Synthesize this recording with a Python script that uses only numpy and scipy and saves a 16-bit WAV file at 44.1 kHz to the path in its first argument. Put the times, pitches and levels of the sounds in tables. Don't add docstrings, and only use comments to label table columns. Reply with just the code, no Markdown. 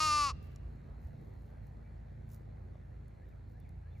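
import sys
import numpy as np
from scipy import signal
from scipy.fft import rfft, irfft
from scipy.io import wavfile
from scipy.ndimage import uniform_filter1d

SR = 44100
rng = np.random.default_rng(int(sys.argv[2]) if len(sys.argv) > 2 else 0)


def to_wav(sig):
    pcm = np.clip(np.atleast_2d(sig), -1, 1) * 32767
    pcm = np.round(pcm).astype(np.int16)
    wavfile.write(sys.argv[1], SR, pcm.T)


N = 176400
T = np.arange(N) / SR
HZ = np.fft.rfftfreq(N, 1 / SR)
CUTOFF_HZ = 15600


def amp(db):
    return 10 ** (np.asarray(db) / 20)


def unit(x):
    return x / np.sqrt(np.mean(x ** 2) + 1e-20)


def read(points, hz):
    f, value = np.transpose(points)
    return np.interp(np.log(hz + 1), np.log(f + 1), value)


def curve(points):
    return np.interp(T, *np.transpose(points))


def add(mix, start_s, sound):
    part = mix[max(round(start_s * SR), 0):][:len(sound)]
    part += sound[:len(part)]


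def colour(x, points):
    log_gain = np.log(amp(read(points, abs(np.fft.fftfreq(4096, 1 / SR)))))
    taps = np.fft.ifft(np.exp(np.conj(signal.hilbert(log_gain)))).real
    return signal.oaconvolve(x, taps[:len(taps) // 2])[:N]


def wander(hz):
    rolloff = np.exp(-np.minimum(HZ / hz, 10) ** 2)
    return unit(irfft(rfft(rng.standard_normal(N)) * rolloff, N))


def swells(rows):
    return sum(amp(db) * np.exp(-np.minimum(abs(2 * (T - s) / length), 10) ** 2)
               for s, length, db in rows)


def pan_gains(balance, hz):
    left_db = read(balance, hz) / 2
    return amp([left_db, -left_db])


# time in seconds, pitch in Hz.
BLEAT_PITCH_HZ = [(0, 311.3), (.045, 309.6), (.08, 305.4), (.108, 299.7), (.168, 298.2), (.23, 289.6),
                  (.28, 274), (.298, 256), (.316, 208)]
# time in seconds, drive to the throat in dB.
BLEAT_EFFORT_DB = [(0, -31.5), (.1, -34), (.2, -33.5), (.25, -35), (.28, -37), (.3, -37.5), (.313, -45.5),
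                   (.321, -53.5)]
# frequency in Hz, throat gain in dB.
THROAT_DB = [(150, -13.5), (300, -9.5), (600, -11), (900, -9), (1250, -1.5), (1550, -13), (2100, -5.5),
             (2450, -2), (2720, 5), (3050, -7.5), (3800, -4.5), (4450, 3.5), (5200, 2.5), (6000, -1.5),
             (7900, -7.5), (9900, -6.5), (10500, -20.5), (12200, -24), (14000, -22), (15500, -29.5)]
# time in seconds, mouth resonance in Hz.
MOUTH_HZ = [(0, 1150), (.12, 1174), (.25, 1140), (.32, 1122)]


def lamb():
    rough_from_s, end_s = .29, BLEAT_EFFORT_DB[-1][0]
    rough = np.clip((T - rough_from_s) / (end_s - rough_from_s), 0, 1)
    jitter, rasp_db, fizz_db = .0004 + .011 * rough, -50 + 36 * rough, -9
    hz = curve(BLEAT_PITCH_HZ)
    turns = np.cumsum(hz * (1 + jitter * wander(400))) / SR
    folds = unit(sum(np.cos(2 * np.pi * k * turns) * (k * hz < CUTOFF_HZ) for k in range(1, 64)))
    puffs = unit((.4 + np.exp(-(turns % 1) / .3)) * rng.standard_normal(N))
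    fizz = signal.lfilter(*signal.butter(4, 7000, "high", fs=SR), puffs)
    drive = folds + amp(fizz_db) * fizz + amp(rasp_db) * puffs
    drive = drive * amp(curve(BLEAT_EFFORT_DB)) * (T < end_s)
    soft = signal.filtfilt(*signal.butter(4, 8900, fs=SR), drive)
    top_db = -170 * np.maximum(T - .25, 0)
    drive = soft + (drive - soft) * amp(top_db)
    low = signal.filtfilt(*signal.butter(2, 1300, fs=SR), drive)
    treble_db = -3 * rough ** 2 - 10 * T + .76 * wander(150)
    throat = colour(low + (drive - low) * amp(treble_db), THROAT_DB)
    return throat + amp(25.5) * resonate(throat, curve(MOUTH_HZ), width_hz=101)


def resonate(x, hz, width_hz):
    carrier = np.exp(2j * np.pi * np.cumsum(hz) / SR)
    pole = np.exp(-np.pi * width_hz / SR)
    return 2 * (carrier * signal.lfilter([1 - pole], [1, -pole], x / carrier + 1e-18)).real


def ground_scatter(x, level_db=-15, decay_s=.012):
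    t = T[:SR // 20]
    taps = rng.standard_normal(len(t)) * np.exp(-t / decay_s)
    treble = signal.lfilter(*signal.butter(4, 4500, "high", fs=SR), x)
    return x + amp(level_db) * signal.oaconvolve(treble, taps / np.linalg.norm(taps))[:N]


# frequency in Hz, left over right in dB.
VOICE_PAN_DB = [(350, -1), (700, 3), (1250, 2.5), (2400, 0)]
# frequency in Hz, left phase lead in radians.
VOICE_LEAD_RAD = [(600, .5), (1350, .75), (1800, -1), (2800, .5), (5500, .2)]


def place_voice(x):
    lead = read(VOICE_LEAD_RAD, HZ) / 2
    impulses = irfft(pan_gains(VOICE_PAN_DB, HZ) * np.exp(1j * np.array([lead, -lead])), N)
    taps = np.roll(impulses, 256, 1)[:, :513] * np.hanning(513)
    return signal.oaconvolve(np.array([x, x]), taps, "same", axes=1)


# frequency in Hz, gain into the echo in dB.
ECHO_SEND_DB = [(300, -38.5), (1200, -40.5), (2200, -37), (2750, -27), (5000, -30), (15000, -59)]
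# frequency in Hz, seconds to decay 60 dB.
ECHO_T60_S = [(300, 1.1), (2700, 1.1), (5000, 0.65), (12000, 0.92)]


def tree_echo(x, return_s=.35, spread_s=.075, return_db=6):
    hz, frame_s, spectra = signal.stft(rng.standard_normal((2, SR)), SR, nperseg=256)
    decay = amp(-60 * frame_s / read(ECHO_T60_S, hz)[:, None])
    tails = signal.istft(spectra * decay, SR)[1]
    t = T[:tails.shape[1]]
    tails *= np.sqrt(np.minimum(t / return_s, 1))
    tails *= amp(return_db * np.exp(-((t - return_s) / spread_s) ** 2))
    tails /= np.linalg.norm(tails[0])
    return signal.fftconvolve(colour(x, ECHO_SEND_DB)[None], tails, axes=1)[:, :N]


# frequency in Hz, then level in dB at start, middle and end, before the swell.
ENGINE_LINES = [(55, -51.5, -51.5, -56.5), (84.4, -51.5, -56, -54.5), (107.9, -60, -53.5, -56.5),
                (139.9, -54, -60.5, -61), (169.7, -67.5, -68, -70), (221.8, -65, -66, -76.5)]
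# time in seconds, gain of all lines in dB.
ENGINE_SWELL_DB = [(1, -1), (1.5, -2.5), (2.6, 1.5), (3.3, -4), (3.75, 1.5)]


def engines(waver_db=1.5, drift=.004):
    out = np.zeros(N)
    for hz, *levels in ENGINE_LINES:
        level_db = np.interp(T, np.linspace(0, T[-1], len(levels)), levels) + waver_db * wander(2.1)
        turns = np.cumsum(hz * (1 + drift * wander(2.5))) / SR + rng.random()
        out += amp(level_db) * unit(np.sin(2 * np.pi * turns))
    return out * amp(curve(ENGINE_SWELL_DB))


# frequency in Hz, relative noise density in dB.
AIR_SPECTRUM_DB = [(15, -40), (35, -10), (55, -3.5), (110, -5.5), (170, -15), (270, -19), (500, -22),
                   (800, -25.5), (1050, -34), (2000, -35.5), (2500, -43.5), (3100, -51.5), (3750, -51),
                   (4200, -45.5), (4750, -56), (7500, -57.5), (15000, -64)]
# frequency in Hz, left-right correlation.
AIR_CORRELATION = [(130, 0.92), (290, 0.34), (640, -0.54), (1410, 0.25), (3100, 0.91), (15000, 0.56)]
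# frequency in Hz, left over right in dB.
AIR_PAN_DB = [(60, 0), (110, -7.5), (200, 1.5), (380, -4), (700, -3.5), (1290, 0.5), (2380, 2.5),
              (4390, -.5)]


def air(level_db=-51.5, fall_db_per_s=.8, patch_db=1.5, fft_size=1024):
    hz = np.fft.rfftfreq(fft_size, 1 / SR)
    draws = rng.standard_normal((2 * N // fft_size + 4, len(hz), 5)).T
    left, independent = draws[0] + 1j * draws[1], draws[2] + 1j * draws[3]
    patches = unit(uniform_filter1d(uniform_filter1d(draws[4], size=10, axis=0), size=8, axis=1))
    correlation = np.clip(read(AIR_CORRELATION, hz), -1, 1)[:, None]
    right = correlation * left + np.sqrt(1 - correlation ** 2) * independent
    gain = amp(read(AIR_SPECTRUM_DB, hz)[:, None] + patch_db * patches)
    spectra = np.array([left, right]) * gain * pan_gains(AIR_PAN_DB, hz)[:, :, None]
    return amp(level_db - fall_db_per_s * T) * unit(signal.istft(spectra)[1][:, :N])


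# centre in seconds, length in seconds, level in dB.
WIND_BUFFETS = [(.19, 0.094, -50), (.43, 0.059, -45.5), (.8, 0.033, -47.5), (.93, 0.075, -44)]
# frequency in Hz, relative noise density in dB.
WIND_SPECTRUM_DB = [(20, -19), (60, 8.5), (150, -21), (400, -53)]


def wind():
    rumble = colour(rng.standard_normal(N), WIND_SPECTRUM_DB)
    swings = np.cos(np.angle(signal.hilbert(rumble)))
    return unit(signal.filtfilt(*signal.butter(2, 140, fs=SR), swings)) * swells(WIND_BUFFETS)


# centre in seconds, envelope peak in dB.
WIND_THUMPS = [(.325, -34), (0.659, -37.5), (.94, -37.5), (1.051, -34.5)]


def thumps(length_s=.029, hz=62.5):
    return sum(swells([(s, length_s, db)]) * np.sin(2 * np.pi * hz * (s - T)) for s, db in WIND_THUMPS)


# centre in seconds, length in seconds, level in dB.
GRASS_RUSTLES = [(.442, 0.037, -73.5), (.49, .09, -80.5), (1.06, 0.11, -77.5), (1.27, 0.17, -81.5),
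                 (1.46, 0.14, -81), (1.67, 0.086, -84), (2.335, 0.087, -66), (3.29, .05, -83.5),
                 (3.51, 0.046, -84), (3.98, 0.083, -84.5)]
# frequency in Hz, relative noise density in dB.
GRASS_SPECTRUM_DB = [(1000, -22), (3500, -11.5), (6000, -3.5), (11000, -4.5), (14300, 2), (15500, 2.5)]


def grass(snaps_per_s=2400, spread_db=4.5, clump_db=3, stir_db=-94.5):
    sizes = amp(spread_db * np.minimum(rng.exponential(1, N), 4)) * rng.standard_normal(N)
    snaps = sizes * (rng.random(N) < snaps_per_s / SR)
    clumps = colour(snaps, GRASS_SPECTRUM_DB) * amp(clump_db * wander(60))
    return unit(clumps) * (swells(GRASS_RUSTLES) + amp(stir_db))


# start in seconds, level in dB, band centre in Hz.
DRY_TICKS = [(0.5602, -51, 5370), (2.291, -67, 8000), (3.082, -66, 7360), (3.602, -59, 12700),
             (3.692, -63, 8500)]


def ticks(decay_s=.0012, width_octaves=.73):
    out, t = np.zeros(N), T[:SR // 20]
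    hz = np.fft.rfftfreq(len(t), 1 / SR) + 1
    for start_s, db, centre_hz in DRY_TICKS:
        band = np.exp(-.5 * (np.log2(hz / centre_hz) / width_octaves) ** 2)
        burst = irfft(rfft(rng.standard_normal(len(t))) * band, len(t))
        add(out, start_s, amp(db) * unit(burst) * np.exp(-t / decay_s))
    return out


def whistle(length_s, path_hz, db, jitter):
    progress = np.arange(0, length_s, 1 / SR) / length_s
    glide = np.polyval(np.polyfit([0, .5, 1], path_hz, 2), progress)
    hz = glide * (1 + jitter * wander(250)[:len(progress)])
    return amp(db) * np.sin(np.pi * progress ** 1.4) * np.sin(2 * np.pi * np.cumsum(hz) / SR)


LONE_WHISTLE = (1.81, .1, (2230, 2300, 2330), -75, .008)
# start in seconds, first note's level in dB, later notes' level in dB, pitch factor.
BIRD_PHRASES = [(3.19, -71, -76, 1.05), (3.52, -72, -72, 1), (3.828, -70, -69.5, 1)]
# offset and length in seconds, first, middle and last pitch in Hz, gain in dB, relative jitter.
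PHRASE_NOTES = [(0, .072, 1530, 1660, 1850, 0, .006), (.072, .05, 3480, 3530, 3470, -9, .02),
                (.112, .048, 2950, 2280, 2100, 0, .02)]


def bird():
    out = np.zeros(N)
    add(out, LONE_WHISTLE[0], whistle(*LONE_WHISTLE[1:]))
    for start_s, first_db, later_db, pitch in BIRD_PHRASES:
        for note, phrase_db in zip(PHRASE_NOTES, (first_db, later_db, later_db)):
            offset_s, length_s, *path_hz, db, jitter = note
            sound = whistle(length_s, pitch * np.array(path_hz), phrase_db + db, jitter)
            add(out, start_s + offset_s, sound)
    return out


def bump(start_s=2.7545, level_db=-48.5, hz=603, decay_s=.0033):
    out, t = np.zeros(N), T[:SR // 20]
    add(out, start_s, amp(level_db) * np.sin(2 * np.pi * hz * t) * np.exp(-t / decay_s))
    return out


def scene():
    voice, song = lamb(), bird()
    near = wind() + thumps() + ticks() + bump() + grass()
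    wide_grass = amp(-6.5) * np.array([grass(), grass()])
    direct = place_voice(ground_scatter(voice)) + song
    echo = tree_echo(voice + amp(28) * song)
    return direct + echo + engines() + air() + near + wide_grass


def record(dry, lag_s=.00028, lag_above_hz=6800, low_cut_hz=36):
    phase = np.pi * lag_s * np.maximum(np.fft.rfftfreq(2 * N, 1 / SR) - lag_above_hz, 0)
    pair = irfft(rfft(dry, 2 * N) * np.exp(1j * np.array([-phase, phase])), 2 * N)[:, :N]
    pair = signal.sosfilt(signal.butter(5, low_cut_hz, "high", fs=SR, output="sos"), pair)
    lowpass = signal.firwin(511, CUTOFF_HZ, window=("kaiser", 9), fs=SR)
    return signal.oaconvolve(pair, lowpass[None], "same")


dry = scene()
out = record(dry)
to_wav(out)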